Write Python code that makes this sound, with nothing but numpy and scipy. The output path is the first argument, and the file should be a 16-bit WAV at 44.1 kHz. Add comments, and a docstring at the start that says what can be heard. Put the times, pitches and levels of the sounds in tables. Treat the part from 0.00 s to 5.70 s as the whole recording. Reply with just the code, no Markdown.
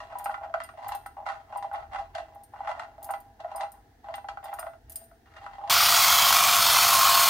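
"""Cashews rattle and scrape around a dry frying pan, stirred with a silicone spatula close to a phone.
Each stroke drags the nuts over the coating in a stream of tiny bumps, and single knocks ring the same
damped pan. Thin metal, probably bangles on the stirring wrist, clinks high above them.
The walls of a small kitchen add a short tail; a low rumble, a weak hum and a faint hiss lie underneath."""
import sys
import numpy as np
from scipy import signal
from scipy.fft import rfft, irfft
from scipy.io import wavfile

SR = 44100
rng = np.random.default_rng(int(sys.argv[2]) if len(sys.argv) > 2 else 0)


def master(y):
    """Save y as 16-bit WAV."""
    cut = np.clip(np.atleast_2d(y).T, -1, 1)
    pcm = np.round(cut * 32767)  # scale
    wavfile.write(sys.argv[1], SR, pcm.astype(np.int16))


N = 251281
RING_SIZE, STROKE_SIZE, ONSET_SIZE = 10000, 30000, 900  # samples
TIME = np.arange(N) / SR
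AGE = TIME[:RING_SIZE]  # seconds since a hit

# resonances of the pan: (frequency [Hz], level [dB], t60 [s])
PAN_MODES = [(653.3, -34, 0.42), (665.4, -9.5, 0.13), (804, 3.5, 0.15), (823.3, -1.5, 0.057),
             (807.8, 7.5, 0.15), (835, 7.5, 0.018), (981, -1, 0.12), (1030, -8.5, 0.05),
             (1209, -14.5, 0.045), (1297.6, -5, 0.088), (1407, -17, 0.24), (1525, -3, 0.036),
             (1857, -1.5, 0.024), (1940, -21, 0.096), (2008, -13.5, 0.12), (2090, -31, 0.1),
             (2360, -29.5, 0.24), (2646, -24.5, 0.39), (2800, -12.5, 0.086), (2857, -26.5, 0.17),
             (3185, -16.5, 0.073), (3335, -21, 0.087), (3580, -22.5, 0.13), (3570, -35.5, 0.12),
             (4097, -29.5, 0.15), (4080, -27, 0.14), (4580, -23.5, 0.1)]


def amp(db):
    """Decibels to gain."""
    return 10 ** (np.asarray(db) / 20)


def fade(t60):
    """Exponential decay over the length of one ring."""
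    return np.exp(-np.log(1000) * AGE / t60)


def unit(x, size=N):
    """Scale to rms 1 over the first `size` samples."""
    return x / np.sqrt(np.mean(x[..., :size] ** 2))


def band(x, low_hz, high_hz):
    """Causal band-pass."""
    return signal.sosfilt(signal.butter(2, [low_hz, high_hz], "band", fs=SR, output="sos"), x)


def noise(colour, size, alike_hz):
    """Stereo noise coloured by (frequency [Hz], level [dB]) points, narrowing to mono below alike_hz."""
    hz, db = np.transpose(colour)
    bin_hz = np.fft.rfftfreq(size, 1 / SR) + 1
    mid, side = rfft(rng.standard_normal((2, size)))
    side = side * bin_hz / np.hypot(bin_hz, alike_hz)
    gain = amp(np.interp(np.log(bin_hz), np.log(hz), db))
    return unit(irfft(np.array([mid + side, mid - side]) * gain, size))


def add(out, time_s, sound):
    """Mix a sound in at time_s."""
    i = max(int(time_s * SR), 0)
    out[:, i:i + sound.shape[1]] += sound[:, :max(N - i, 0)]


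def ringing(modes, rise_cycles):
    """One decaying complex tone for each mode; the contact time rounds its start."""
    hz, db, t60 = np.transpose(modes)
    poles = np.exp((2j * np.pi * hz - np.log(1000) / t60) / SR)
    tones = np.cumprod(np.repeat(poles[:, None], RING_SIZE, axis=1), axis=1)
    rise = np.minimum(np.outer(hz, AGE) / rise_cycles, 1)
    return amp(db)[:, None] * rise * tones


def mode_shares(hz, wide_hz, spread_db=3.5):
    """The struck spot sets each mode's share; higher modes reach the two microphones out of step."""
    share, turn = rng.standard_normal((2, len(hz)))
    phase = np.minimum((hz / wide_hz) ** 2, 1) * turn
    return amp(spread_db * share) * np.exp(1j * np.array([phase, -phase]))


def pan_contact(tones):
    """A nut touches one spot of the pan: ringing modes plus a dry crack, in five equally loud registers."""
    # the registers belly, wall, clack, bite and tick: (low edge [Hz], high edge [Hz])
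    registers = [(600, 720), (720, 1000), (1000, 1650), (1650, 2600), (2600, 11000)]
    # dry crack of nut on metal: (frequency [Hz], level [dB])
    crack_colour = [(450, -41), (640, 6), (880, 5), (1150, 6.5), (1500, 15), (2000, -29.5), (2500, -7.5),
                    (3300, -5), (5000, -12.5), (7500, -20), (11000, -25), (16000, -52)]
    hz = np.array(PAN_MODES)[:, 0]
    share = mode_shares(hz, wide_hz=1417)
    damping = 1 + 0.52 * fade(0.42)  # the ring falls faster at first, while the nut presses on the metal
    crack = amp(-7) * noise(crack_colour, RING_SIZE, alike_hz=1810) * (fade(0.056) + 2.04 * fade(0.11))
    parts = []
    for low, high in registers:
        inside = (hz >= low) & (hz < high)
        ring = damping * ((share * inside) @ tones).imag
        parts.append(unit(ring + band(crack, low, high), ONSET_SIZE))
    return np.array(parts)


def register_gains(level_db, belly_db, clack_db, tick_db, trim_db):
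    """The spot splits the ring between belly and wall; a hard touch adds clack, bite and tick."""
    wall = level_db - 10 * np.log10(1 + amp(belly_db) ** 2)
    levels_db = np.array([wall + belly_db, wall, level_db + clack_db, level_db + tick_db])
    belly, wall, clack, tick = levels_db + trim_db
    bite = clack + 0.47 * (tick - clack) + 1
    return amp([belly, wall, clack, bite, tick])


def spatula_push(length_s, crescendo_db, attack_s=0.0082, settle_db_per_s=410, rock_db_per_s=78):
    """The blade gathers or sheds nuts until its release; then most stop quickly and a few rock on."""
    t = TIME[:STROKE_SIZE]
    attack = np.minimum(t / attack_s, 1)
    to_go = np.clip(1 - t / max(length_s, attack_s), 0, 1)
    after_s = np.maximum(t - length_s, 0)
    settling = amp(-settle_db_per_s * after_s)
    rocking = amp(-12.5 - rock_db_per_s * after_s)
    return attack * amp(-crescendo_db * to_go) * np.hypot(settling, rocking)


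def sliding_nuts(spots, nuts=4, bumps_per_s=400, spread_db=4):
    """Nuts catch and slip on the coating, each a stream of tiny uneven bumps at its own spot."""
    # spatula strokes: (start [s], release [s], level at release [dB], crescendo [dB],
    # belly over wall [dB], clatter over level [dB], rasp over level [dB])
    strokes = [(0, 0.01, -43, -21.5, 0, 0, -10.5), (0.091, 0.311, -40.5, 6.5, -5, -5.5, -18.5),
               (0.401, 0.45, -38.5, -0.5, 1.5, -7.5, -26.5), (0.538, 0.628, -53, 15, 3, 12.5, -1.5),
               (0.769, 0.928, -37, 8.5, -14, -6, -17), (1.164, 1.217, -43, -3, -8.5, -18, -31),
               (1.253, 1.324, -37.5, -1, -5.5, -1.5, -17.5), (1.484, 1.665, -42.5, 3.5, -4.5, -7.5, -20),
               (1.723, 1.821, -40.5, -6, -7.5, -4, -22), (1.904, 1.996, -35.5, 6.5, -16, -4, -16.5),
               (2.141, 2.213, -41, -4.5, 1.5, -6, -15.5), (2.274, 2.414, -55, 1, -4, -15, -26),
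               (2.516, 2.708, -33, 20.5, -4, -1.5, -17.5), (2.74, 2.845, -41.5, 0.5, 2, -4, -19),
               (2.985, 3.11, -36, 17, -5, -10.5, -25), (3.386, 3.633, -36, 14.5, -9.5, -5, -20.5),
               (4.03, 4.152, -43, 8.5, -6, -7, -20.5), (4.273, 4.32, -46.5, 0, -2, -17, -23),
               (4.42, 4.672, -51.5, -12, -4.5, -7, -18), (4.872, 5.008, -56.5, 4, 13, -9, -13.5),
               (5.25, 5.387, -52.5, 14, 0, 6, -4.5), (5.403, 5.556, -48, -0.5, -24, -5, -14.5),
               (5.572, 5.687, -35, 8.5, -8, -15, -23.5)]
    out = np.zeros((2, N))
    for start, release, level, crescendo, *colour in strokes:
        push = spatula_push(release - start, crescendo)
        rattle = 0
        for k in rng.permutation(len(spots))[:nuts]:
            strength = amp(spread_db * np.minimum(rng.exponential(size=STROKE_SIZE), 4))
            direction = rng.choice([-1, 1], STROKE_SIZE)
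            catches = rng.random(STROKE_SIZE) < bumps_per_s / nuts / SR
            bumps = np.float32(push * strength * direction * catches)
            rattle = rattle + signal.fftconvolve(bumps[None, None], np.float32(spots[k]), axes=-1)
        gains = register_gains(level, *colour, trim_db=[-1, 0.67, -4.15, -1.2])
        effort = np.sqrt(np.mean(push ** 2))
        add(out, start, effort * sum(gain * unit(part) for gain, part in zip(gains, rattle)))
    return out


def knocks(spots, lead_s=0.0009):
    """Single blows on the pan: soft ones near the centre ring the belly, hard ones clack and tick."""
    # knocks of nuts and spatula:
    # (time [s], level [dB], belly over wall [dB], clack over level [dB], tick over level [dB])
    blows = [(0.124, -40.5, 2, -4.5, -22), (0.155, -32, -25, -18, -38), (0.206, -40, -23, -28, -36),
             (0.259, -26.5, -15, -5.5, -22.5), (0.295, -28, -19, -9.5, -38), (0.343, -43, -17, 9.5, -9.5),
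             (0.379, -38.5, -17, -20, -26), (0.434, -34, -14, -11, -27), (0.497, -38.5, 22, -21, -32),
             (0.541, -25, 6.5, -1.5, -24.5), (0.555, -36, 8, -13, -32), (0.603, -40, 23, 3.5, -10),
             (0.69, -48.5, 3, 4.5, -10.5), (0.738, -46, 20, -29, -38), (0.779, -41, 27, -15, -30),
             (0.864, -35.5, -24, -26, -28), (0.89, -38, -10, -3.5, -14), (0.921, -32, -10, -11, -14),
             (0.949, -31.5, -19, -22, -22), (1.061, -38.5, -23, -2.5, -17), (1.169, -38, -17, -16.5, -31),
             (1.265, -29, -15, -6, -21), (1.288, -38, -20, 4, -11), (1.3, -31, -10, -6, -20),
             (1.526, -36, -12, -8, -24.5), (1.559, -28, -22, -22, -34), (1.626, -33.5, -15, -14, -20),
             (1.645, -30.5, -10, -22, -46), (1.714, -34.5, -13, -9, -30), (1.757, -37, -1, -14, -17),
             (1.947, -34, -18, -6.5, -24), (1.959, -31, -23, -5, -18), (2.01, -38.5, 7, -20, -25),
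             (2.152, -37, -1, -11, -8), (2.182, -32, 10, -7.5, -16.5), (2.359, -43.5, -8, -21, -39),
             (2.537, -42, -29, -10, -33), (2.606, -32.5, -35, -28, -40), (2.674, -34.5, -25, 1, -15.5),
             (2.693, -33.5, 26, -19, -18.5), (2.796, -36, 5, 2, -11.5), (2.825, -54, 15, -12, -13),
             (2.981, -42.5, 6, -16, -31), (3.091, -33.5, -12, -9, -36), (3.105, -30, -13, -10, -28),
             (3.138, -30.5, -9, -5, -20.5), (3.403, -43, 26, -16, -13), (3.445, -30, 29, -16.5, -36),
             (3.516, -36, -14, -15, -23), (3.549, -33, -3, -23, -33), (3.609, -30, -5, -11, -15),
             (3.633, -29.5, -5.5, -12, -26), (4.086, -32.5, 2, -12.5, -27.5),
             (4.141, -36.5, -25, -5.5, -7.5), (4.181, -35.5, -25, -11, -25), (4.244, -37, -15, -15.5, -32),
             (4.287, -33.5, -20, -4, -13), (4.373, -37, -20, -2.5, -25.5), (4.456, -35.5, -4, -29, -20),
             (4.529, -30.5, -33, -10.5, -34), (4.588, -35.5, 4, -2, -17), (4.628, -36.5, 10, -3, -24),
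             (4.667, -35, 26, -5, -26), (4.735, -48.5, 6, -3.5, -20), (5.113, -52.5, 31, -6, -28),
             (5.464, -38, -16, -1.5, -20.5), (5.614, -37, -22, -15, -38), (5.676, -38, 6, -16, -14.5)]
    out = np.zeros((2, N))
    for k, (time_s, *blow) in enumerate(blows):
        gains = register_gains(*blow, trim_db=[-2.14, -1.5, -1, -1])
        add(out, time_s - lead_s, np.tensordot(gains, spots[k % len(spots)], 1))
    return out


def bangles(fine_count=90, fine_t60=0.056, attack_s=0.0008):
    """Thin metal rings clink: a few clear tones over a splash of finer modes and a shivering chink."""
    # bangle clinks: (time [s], ring level [dB], splash level [dB])
    clinks = [(0.186, -68, -47), (0.243, -52.5, -47), (0.637, -53.5, -57.5), (0.883, -74, -46.5),
              (0.95, -53.5, -48.5), (1.063, -60, -57), (1.573, -60, -57.5), (1.733, -67, -68),
              (2.348, -88, -67.5), (2.436, -62, -60), (3.029, -74, -49.5), (3.044, -79, -46.5),
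              (3.108, -55, -48), (3.203, -84, -60.5), (3.56, -49, -55), (3.719, -67, -56.5),
              (4.155, -59.5, -57), (4.442, -63, -54.5), (4.538, -76, -50.5), (4.594, -49.5, -44.5),
              (4.897, -80, -48.5), (4.92, -80, -49.5), (4.958, -42.5, -40.5), (5.04, -66, -60)]
    # clear resonances of the bangles: (frequency [Hz], level [dB], t60 [s])
    bangle_modes = [(5000, -3.5, 0.089), (8730, -4.5, 0.23), (8836, 15, 0.077), (9940, -35, .1),
                    (12600, 0, 0.11), (14600, -13, .08), (15370, -14, 0.088)]
    # colour of the metal's dense high modes: (frequency [Hz], level [dB])
    splash_colour = [(2500, -13), (4800, -11), (6300, -13.5), (7100, -6.5), (8000, -13), (9000, 0.5),
                     (9700, 2), (11000, -7), (12200, 1.5), (13200, -4.5), (14500, 5), (16000, -16.5)]
    fine_hz = np.linspace(4000, 15500, fine_count) + rng.uniform(-90, 90, fine_count)
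    fine_modes = [(hz, np.interp(hz, *np.transpose(splash_colour)), fine_t60) for hz in fine_hz]
    fine_tones = ringing(fine_modes, rise_cycles=36)
    clear_tones = ringing(bangle_modes, rise_cycles=10)
    chink_shape = np.minimum(AGE / attack_s, 1) * (fade(0.013) + amp(-14) * fade(0.2))
    balance = amp([[0.5], [-0.5]])  # the wrist is slightly to the left
    out = np.zeros((2, N))
    for time_s, ring_db, splash_db in clinks:
        ring = (mode_shares(np.array(bangle_modes)[:, 0], wide_hz=11400) @ clear_tones).imag
        fine_shares = mode_shares(fine_hz, wide_hz=9600) * rng.standard_normal(fine_count)
        shimmer = (fine_shares @ fine_tones).imag
        chink = noise(splash_colour, RING_SIZE, alike_hz=4000) * chink_shape
        splash = unit(shimmer, ONSET_SIZE) + amp(-3) * unit(chink, ONSET_SIZE)
        clink = amp(ring_db + 5) * unit(ring, ONSET_SIZE) + amp(splash_db + 2) * unit(splash, ONSET_SIZE)
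        add(out, time_s - attack_s, clink * balance)
    return out


def kitchen_walls(x, wet_db, t60, gap_s=0.0082):
    """Hard walls add a short diffuse tail to the direct sound."""
    tail = noise([(20, 0), (20000, 0)], RING_SIZE, alike_hz=1000)
    tail = tail * fade(t60) * np.clip(AGE / gap_s - 1, 0, 1)
    tail = tail / np.sqrt(np.sum(tail ** 2) / 2)
    return x + amp(wet_db) * signal.oaconvolve(x, tail, axes=-1)[:, :N]


def room_tone(rumble_db=-60, hum_hz=74.5, hum_db=-73, hiss_db=-67):
    """A low rumble and a weak hum sit in the centre, under a faint wide hiss."""
    # low room rumble: (frequency [Hz], level [dB])
    rumble_colour = [(15, -26), (28, -21.5), (43, 4.5), (58, 0), (76, 0.5), (105, -1), (132, -6),
                     (172, -20.5), (235, -8), (290, -10.5), (360, -12.5), (500, -13), (700, -71),
                     (1200, -40.5)]
    # brief swells of the rumble's deepest part: (time [s], gain [dB], half width [s])
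    swells = [(.89, 10.5, 0.057), (1.97, 9.5, 0.19), (4.88, 10, 0.062)]
    # kitchen hiss: (frequency [Hz], level [dB])
    hiss_colour = [(500, -33), (660, 11), (820, 6.5), (1100, -11.5), (1700, 1), (2400, -13.5), (4000, -14),
                   (6500, -18), (8000, -44), (13000, -44), (15000, -15.5), (16000, -15)]
    rumble = noise(rumble_colour, N, alike_hz=900)
    deep = signal.sosfiltfilt(signal.butter(2, 110, fs=SR, output="sos"), rumble)
    swell_db = sum(db * np.exp(-((TIME - time_s) / width) ** 2) for time_s, db, width in swells)
    rumble = rumble + (amp(swell_db) - 1) * deep
    hum = np.sqrt(2) * np.sin(2 * np.pi * hum_hz * TIME)
    hiss = unit(band(noise(hiss_colour, N, alike_hz=900), 600, 16000))
    return amp(rumble_db) * rumble + amp(hum_db) * hum + amp(hiss_db) * hiss


def scene(spot_count=24):
    """The stirred pan and the bangles sound in the kitchen, over its room tone."""
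    tones = ringing(PAN_MODES, rise_cycles=1)
    spots = [pan_contact(tones) for _ in range(spot_count)]
    # the pan radiates almost nothing below its lowest mode
    low_cut = signal.ellip(5, 0.5, 50, 610, "high", fs=SR, output="sos")
    pan = signal.sosfilt(low_cut, knocks(spots) + sliding_nuts(spots))
    pan = kitchen_walls(pan, wet_db=-11.5, t60=0.22)
    wrist = kitchen_walls(bangles(), wet_db=-14, t60=0.35)
    return pan + wrist + room_tone()


def record(dry):
    """The phone cuts the treble steeply above 15.7 kHz."""
    return signal.sosfilt(signal.ellip(8, 0.2, 70, 15700, fs=SR, output="sos"), dry)


dry = scene()
out = record(dry)
master(out)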